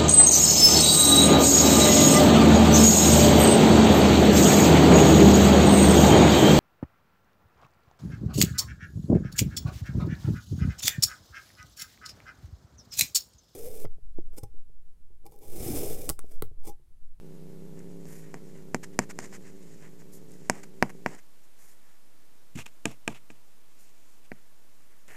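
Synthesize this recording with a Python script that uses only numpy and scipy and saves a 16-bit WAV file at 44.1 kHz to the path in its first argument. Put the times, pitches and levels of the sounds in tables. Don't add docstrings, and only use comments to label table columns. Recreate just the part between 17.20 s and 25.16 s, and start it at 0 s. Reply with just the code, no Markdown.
import sys
import numpy as np
from scipy import signal
from scipy.fft import rfft, irfft
from scipy.io import wavfile
from scipy.ndimage import uniform_filter1d

SR = 44100
rng = np.random.default_rng(int(sys.argv[2]) if len(sys.argv) > 2 else 0)


def decibels_to_gain(level_db):
    exponent = np.asarray(level_db, float) / 20
    return 10 ** exponent


def waveform_to_disk(signal):
    frames = np.transpose(np.atleast_2d(signal))
    scaled = np.clip(frames, -1, 1) * 32767
    samples = np.round(scaled).astype(np.int16)
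    wavfile.write(sys.argv[1], SR, samples)


N = 351256


def read(points, hz):
    f, value = np.transpose(points)
    return np.interp(np.log(hz + 1), np.log(f + 1), value)


def curves(rows):
    s, *columns = np.transpose(rows)
    return [np.interp(np.arange(N) / SR, s, c) for c in columns]


def evened(x):
    return x / np.sqrt(np.mean(x ** 2) + 1e-20)


def coloured(x, spectrum):
    gain = decibels_to_gain(read(spectrum, np.fft.rfftfreq(N, 1 / SR)))
    return evened(irfft(rfft(x) * gain, N))


def drift(hz):
    slow = signal.butter(2, hz, fs=SR, output="sos")
    return evened(signal.sosfilt(slow, rng.standard_normal(N)))


def ring(modes, seconds):
    t = np.arange(round(seconds * SR)) / SR
    out = sum(decibels_to_gain(db - 60 * t / t60) * np.cos(2 * np.pi * hz * t) for hz, db, t60 in modes)
    return out / abs(out).max()


def preamplifier_noise():
    # f/Hz, density level/dB
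    hiss_spectrum = [(20, -27), (36, -9), (240, -9.5), (1100, -16.5), (3000, -21), (7000, -23),
                     (14000, -23), (15500, -39)]
    hiss = decibels_to_gain(-64) * coloured(rng.standard_normal(N), hiss_spectrum)
    whine = decibels_to_gain(-85) * np.sin(2 * np.pi * 1108 * np.arange(N) / SR)
    return hiss + whine


def knocks():
    # t/s, level/dB, f/Hz, rise/s, t60/s
    soft_blows = [
        (5.353, -22, 150, 0.0041, 0.03),
        (5.357, -32.5, 240, 0.0063, 0.08),
        (5.36, -37, 330, 0.005, 0.047),
        (5.375, -37, 125, 0.0088, 0.098),
        (5.36, -42.5, 73, 0.012, 0.184),
        (.865, -49, 78, .012, .12),
        (7.872, -59, 164, 0.006, 0.069),
    ]
    out = np.zeros(N + SR)
    t = np.arange(round(.3 * SR)) / SR
    for s, db, hz, rise_s, t60 in soft_blows:
        swell = (1 - np.exp(-(t / rise_s) ** 2)) * decibels_to_gain(db + 5.0 - 60 * t / t60)
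        out[round(s * SR):][:len(t)] -= swell * np.sin(2 * np.pi * hz * t)
    return out[:N]


def stroke_levels():
    # t/s, length/s, level/dB, brightness/dB
    skids = [(1.136, 0.057, -65.5, -8), (1.545, 0.027, -57, -1), (1.796, 0.055, -54, 0.5),
             (1.989, 0.088, -55.5, 4.5), (3.296, 0.12, -59.5, -1), (3.629, 0.068, -61, -8.5),
             (3.858, .12, -59, -0.5), (5.65, 0.1, -57.5, -1), (5.879, 0.061, -57, -4),
             (6.098, .026, -68, 4)]
    scratches = [(1.33, .081, -67, -15), (1.627, 0.025, -47, 6), (1.725, 0.026, -67, 4),
                 (1.888, 0.034, -49, 6.5), (2.116, 0.059, -54, 6), (2.229, 0.075, -65.5, -1),
                 (2.598, 0.095, -61.5, -12), (2.77, 0.066, -77, 13), (3.428, 0.019, -54, 8.5),
                 (3.975, 0.027, -60, 1), (5.35, 0.017, -53.5, 6), (5.36, 0.066, -46, 2),
                 (5.469, 0.024, -62.5, 4), (5.456, 0.015, -46, -1), (5.933, 0.054, -55.5, -4),
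                 (6.15, .025, -73, -3), (7.039, 0.03, -70.5, 3)]
    brushes = [(.849, 0.2, -56, -8.5), (2.913, 0.076, -68.5, 8.5), (3.08, 0.093, -83, 8.5),
               (4.23, 0.034, -72, -2), (4.36, 0.21, -62.5, -4.5), (6.58, 0.086, -70.5, 2),
               (6.87, 0.098, -79, 2)]
    rasps = [(0.563, 0.11, -74, 2), (1.038, 0.095, -66, -3), (3.692, .02, -52, -1), (4.62, 0.16, -74, -2),
             (7.15, 0.062, -72, -3), (7.7, .07, -70, -3), (7.876, 0.13, -54, 1)]
    # drag level/dB, scrape level/dB, swish level/dB, fizz level/dB
    skid_colour = (2, 0.5, -4.5, -25.5)
    scratch_colour = (-17.5, 1.5, -7, -22)
    brush_colour = (-29, -10.5, -1, 0.5)
    rasp_colour = (-19, -0.5, -13.5, -16.5)
    brightens = np.array((-1, 0, 1, 1))
    kinds = [(skids, skid_colour, .06), (scratches, scratch_colour, .3),
             (brushes, brush_colour, .15), (rasps, rasp_colour, .05)]
    levels = np.zeros((4, N + SR))
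    for rows, colour_db, grip in kinds:
        for s, seconds, db, bright_db in rows:
            u = np.arange(round(1.5 * seconds * SR)) / (seconds * SR)
            shape = 1.2 * (1 - np.exp(-(u / grip) ** 2)) * np.exp(-(u / .9) ** 6)
            gain = decibels_to_gain(db + np.add(colour_db, bright_db * brightens))
            start = round(s * SR)
            levels[:, start:start + len(shape)] += gain[:, None] * shape
    return levels[:, :N]


def rubbing():
    # t/s, level/dB
    pressure = [(0, -81.5), (1.05, -68), (1.8, -74.5), (2.5, -65), (2.9, -76), (3.25, -68), (4.1, -78.5),
                (5.8, -82), (6.8, -73.5), (7.96, -80)]
    # f/Hz, density level/dB
    drag_spectrum = [(120, -28), (250, 4), (650, -4), (950, -7), (1300, -17), (1700, -42.5)]
    near_spectrum = [(900, -9), (1350, -7.5), (1700, -2), (2000, -0.5), (2300, -5), (3000, -13),
                     (3600, -23.5), (4400, -32)]
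    far_spectrum = [(900, -14), (1600, -10.5), (2200, -6.5), (2550, -2), (2900, -8), (3500, -12),
                    (4200, -21), (5000, -29)]
    swish_spectrum = [(3000, -31.5), (4200, -14.5), (5300, -7.5), (6200, -6), (7000, -1.5), (8000, -6),
                      (9500, -15.5), (11000, -36)]
    fizz_spectrum = [(7000, -34.5), (9500, 4), (12000, 6.5), (14000, 0.5), (16000, -17.5)]
    clumps_db = 2.4 * drift(hz=500) + 1.1 * drift(hz=40)
    slips = rng.standard_normal(N) * decibels_to_gain(clumps_db)
    levels = stroke_levels()
    pressure_db = curves(pressure)[0] + 2.5 * drift(hz=8)
    levels[1:3] += decibels_to_gain(np.add.outer((-4.5, -0.5), pressure_db))
    t = np.arange(N) / SR
    on_far_surface = (t > 5.2) & (t < 7.1)
    scrape = np.where(on_far_surface, coloured(slips, far_spectrum), coloured(slips, near_spectrum))
    drag, swish, fizz = (coloured(slips, part) for part in (drag_spectrum, swish_spectrum, fizz_spectrum))
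    return (levels * [drag, scrape, swish, fizz]).sum(0)


def taps(rows, thud, blow, nail, echoes, contact_s):
    out = np.zeros(N + SR)
    push = signal.windows.tukey(round(contact_s * SR) + 2, .4)
    t = np.arange(round(.2 * SR)) / SR
    for s, blow_db, thud_db, tick_db, tick_hz in rows:
        low = decibels_to_gain(blow_db + 6) * ring(blow, .2)
        nail_modes = [(min(share * tick_hz, 20000), db, t60) for share, db, t60 in nail]
        tick = ring(nail_modes, .2) * (1 - np.exp(-t / .0001))
        sharp = -np.convolve(low, push / push.sum())[:len(t)] - decibels_to_gain(tick_db + 12.5) * tick
        sound = sharp - decibels_to_gain(thud_db + 12.5) * ring(thud, .2) * (1 - np.exp(-t / 0.00035))
        for delay, db in echoes:
            lag = round(delay * SR)
            sound[lag:] += decibels_to_gain(db) * sharp[:-lag]
        scatter_gain = decibels_to_gain(-37.0 - 60 * t / 0.046) * (1 - np.exp(-t / 0.00069))
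        scatter = rng.standard_normal(len(t)) * scatter_gain
        sound += signal.fftconvolve(scatter, sharp[:40])[:len(t)]
        out[round(s * SR):][:len(t)] += sound
    return out[:N]


def far_taps():
    # t/s, blow level/dB, thud level/dB, tick level/dB, tick centre f/Hz
    far_blows = [
        (5.3878, -36, -48, -55, 6800),
        (5.463, -44, -73, -44.5, 7200),
        (5.6552, -20, -27.5, -23, 7020),
        (5.7145, -68.5, -57, -48, 10500),
        (5.8776, -19, -31.5, -27.5, 7130),
        (6.1025, -41.5, -48, -65, 7400),
        (7.8805, -66, -61, -49, 7000),
    ]
    # f/Hz, level/dB, t60/s
    thud_modes = [(80, -8, 0.16), (128.5, -5.5, 0.246), (162.5, -1.5, 0.13), (221, 5, 0.094),
                  (292, 4.5, 0.081), (428, -10.5, 0.16)]
    blow_modes = [(453, -4.5, 0.12), (687, 5, 0.069), (894, 9.5, 0.027), (1202, 5, 0.041), (1634, 2, 0.027),
                  (1930, 14.5, 0.0079), (2400, 19.5, 0.0076), (2630, -27, 0.0054), (3400, -51, .005)]
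    # share of the tick centre, level/dB, t60/s
    tick_modes = [(.45, -24.5, 0.0028), (.52, 8.5, 0.0072), (.64, 5, 0.0022), (.77, 7.5, 0.0064),
                  (.93, 14, 0.0032), (1.01, 15, 0.0043), (1.11, 9.5, .005), (1.28, -8, 0.0056),
                  (1.4, -20, .004), (1.9, -16, .003)]
    # delay t/s, level/dB
    bounces = [(.0007, 6), (.0012, -5.5), (.002, -4.5)]
    return taps(far_blows, thud_modes, blow_modes, tick_modes, bounces, contact_s=.0002)


def near_taps():
    # t/s, blow level/dB, thud level/dB, tick level/dB, tick centre f/Hz
    near_blows = [(.5925, -64, -74, -43.5, 7200), (.8547, -58, -47, -47.5, 5900),
                  (1.1425, -26, -39, -37.5, 6900), (1.376, -54, -70, -52, 6700),
                  (1.425, -62, -70, -56, 6500), (1.5461, -10, -24, -22, 6760),
                  (1.7906, -5, -21, -12.5, 6700), (1.9892, -18.5, -38, -25.5, 6730),
                  (2.127, -34, -64, -49, 6800), (2.82, -41.5, -68, -70, 6500),
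                  (3.1185, -69, -71, -44, 8040), (3.2981, -3.5, -24, -11.5, 7050),
                  (3.438, -38, -59, -59.5, 6500), (3.6256, 1, -19, -17.5, 5520),
                  (3.7015, -33.5, -57, -44, 6500), (3.8618, -6.5, -27.5, -28.5, 5180),
                  (3.9495, -52, -65, -44, 7500), (3.991, -50, -63, -56, 6540),
                  (7.1176, -25, -41.5, -74, 6100), (7.11806, -24, -43, -68, 6000)]
    # f/Hz, level/dB, t60/s
    thud_modes = [(136.4, -13.5, 0.15), (199, -8.5, 0.11), (243, 0.5, 0.05), (354, 0.5, 0.027),
                  (457.3, -9.5, 0.049)]
    blow_modes = [(627, 5.6, 0.025), (730, 6.1, 0.027), (936, 1.9, 0.029), (1090, 1, 0.018),
                  (1565, 16, 0.0043), (1970, 11, .008), (2273, 8.5, 0.016), (2880, 3.5, 0.0052)]
    # share of the tick centre, level/dB, t60/s
    tick_modes = [(.58, -23, 0.0016), (.8, -2.5, 0.0063), (.94, 7, 0.0039), (1.072, 9, 0.0038),
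                  (1.3, -5.5, 0.0064), (1.45, -29, .003), (1.6, -11, 0.004), (2.62, -5.5, 0.0045)]
    # delay t/s, level/dB
    bounces = [(.0006, -14), (.0011, -15.5), (.0022, -21)]
    direct = taps(near_blows, thud_modes, blow_modes, tick_modes, bounces, contact_s=.00034)
    notch_hz, width_hz = 3750, 1100
    notched = signal.lfilter(*signal.iirnotch(notch_hz, notch_hz / width_hz, SR), direct)
    return .25 * direct + .75 * notched


def growl():
    # t/s, level/dB
    effort = [(0, -48), (.75, -44.5), (1.04, -48), (1.95, -48.5), (2.75, -52.5), (3.1, -50.5),
              (3.55, -52.5), (3.9, -50), (3.99, -58)]
    # t/s, slap rate f/Hz, second oscillator f/Hz, irregularity 0-1
    folds = [(0, 94, 160, .09), (.5, 98, 165, .1), (.7, 102, 175, .04), (1.05, 103, 158, .1),
             (1.3, 100, 163, .14), (2.25, 110, 190, .18), (2.6, 112, 152, .2), (2.85, 112, 185, .15),
             (3.99, 115, 168, .24)]
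    # f/Hz, bandwidth/Hz, level/dB
    throat = [(104, 52, -37), (161, 27, 4), (192.7, 12, -5.5), (280, 21, -5.5), (386.6, 30, 1),
              (440.4, 35, -4.5), (545, 52, -10.5), (695, 120, -19.5), (820, 240, -16.5)]
    effort_db, = curves(effort)
    slap_hz, puller_hz, uneven = curves(folds)
    wander = drift(hz=12)
    shake, spread = rng.standard_normal(N), rng.standard_normal(N)

    angle = 2 * np.pi * np.cumsum(puller_hz * (1 + .15 * uneven * drift(hz=15))) / SR
    cycles = np.cumsum(slap_hz * (1 + .2 * uneven * wander)) / SR
    at = np.flatnonzero(np.diff(np.floor(cycles)) > 0)
    pull_s = .0014 * np.sin(angle[at]) + .003 * (uneven * shake)[at]
    slap_db = 2 * np.cos(angle[at]) + 9 * (uneven * spread)[at]
    slaps = np.zeros(N)
    slaps[np.clip(at - pull_s * SR, 0, N - 1).astype(int)] = decibels_to_gain(slap_db)

    t = np.arange(-.003, .1, 1 / SR)
    swell = np.where(t < 0, np.exp(-(t / 0.0021) ** 2), 1)
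    modes = [decibels_to_gain(db) * swell * np.exp(-np.pi * width_hz * t) * np.cos(2 * np.pi * hz * t)
             for hz, width_hz, db in throat]
    low = signal.oaconvolve(slaps, sum(modes[:3]))[:N]
    high = signal.oaconvolve(slaps, sum(modes[3:]))[:N]
    flutter = .6 * np.clip(1 - 7 * uneven, .1, 1) * np.cos(angle - 2 * np.pi * puller_hz * .0038)
    voice = evened(low + high) + .17 * evened(low) + flutter

    no_bass = signal.butter(2, 95, "high", fs=SR, output="sos")
    voice = signal.sosfiltfilt(no_bass, voice)
    voice /= np.sqrt(uniform_filter1d(voice ** 2, SR // 8) + 1e-9)
    ending = np.clip((effort[-1][0] - np.arange(N) / SR) / .03, 0, 1)
    return decibels_to_gain(effort_db) * voice * ending


def scene():
    no_bass = signal.butter(2, 90, "high", fs=SR, output="sos")
    tapping = signal.sosfilt(no_bass, near_taps() + far_taps())
    return (growl() + tapping + knocks() + rubbing())[None]


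def roll_off(x):
    return signal.sosfilt(signal.butter(12, 15860, fs=SR, output="sos"), x)


def record(dry):
    clipped = np.clip(dry + preamplifier_noise(), -.7, .7)
    band_limit = signal.firwin(301, 14750, window=("kaiser", 3), fs=SR)
    limited = signal.oaconvolve(clipped, band_limit[None], "same")
    mix = limited + .0127
    return roll_off(mix)


dry = scene()
out = record(dry)
waveform_to_disk(out)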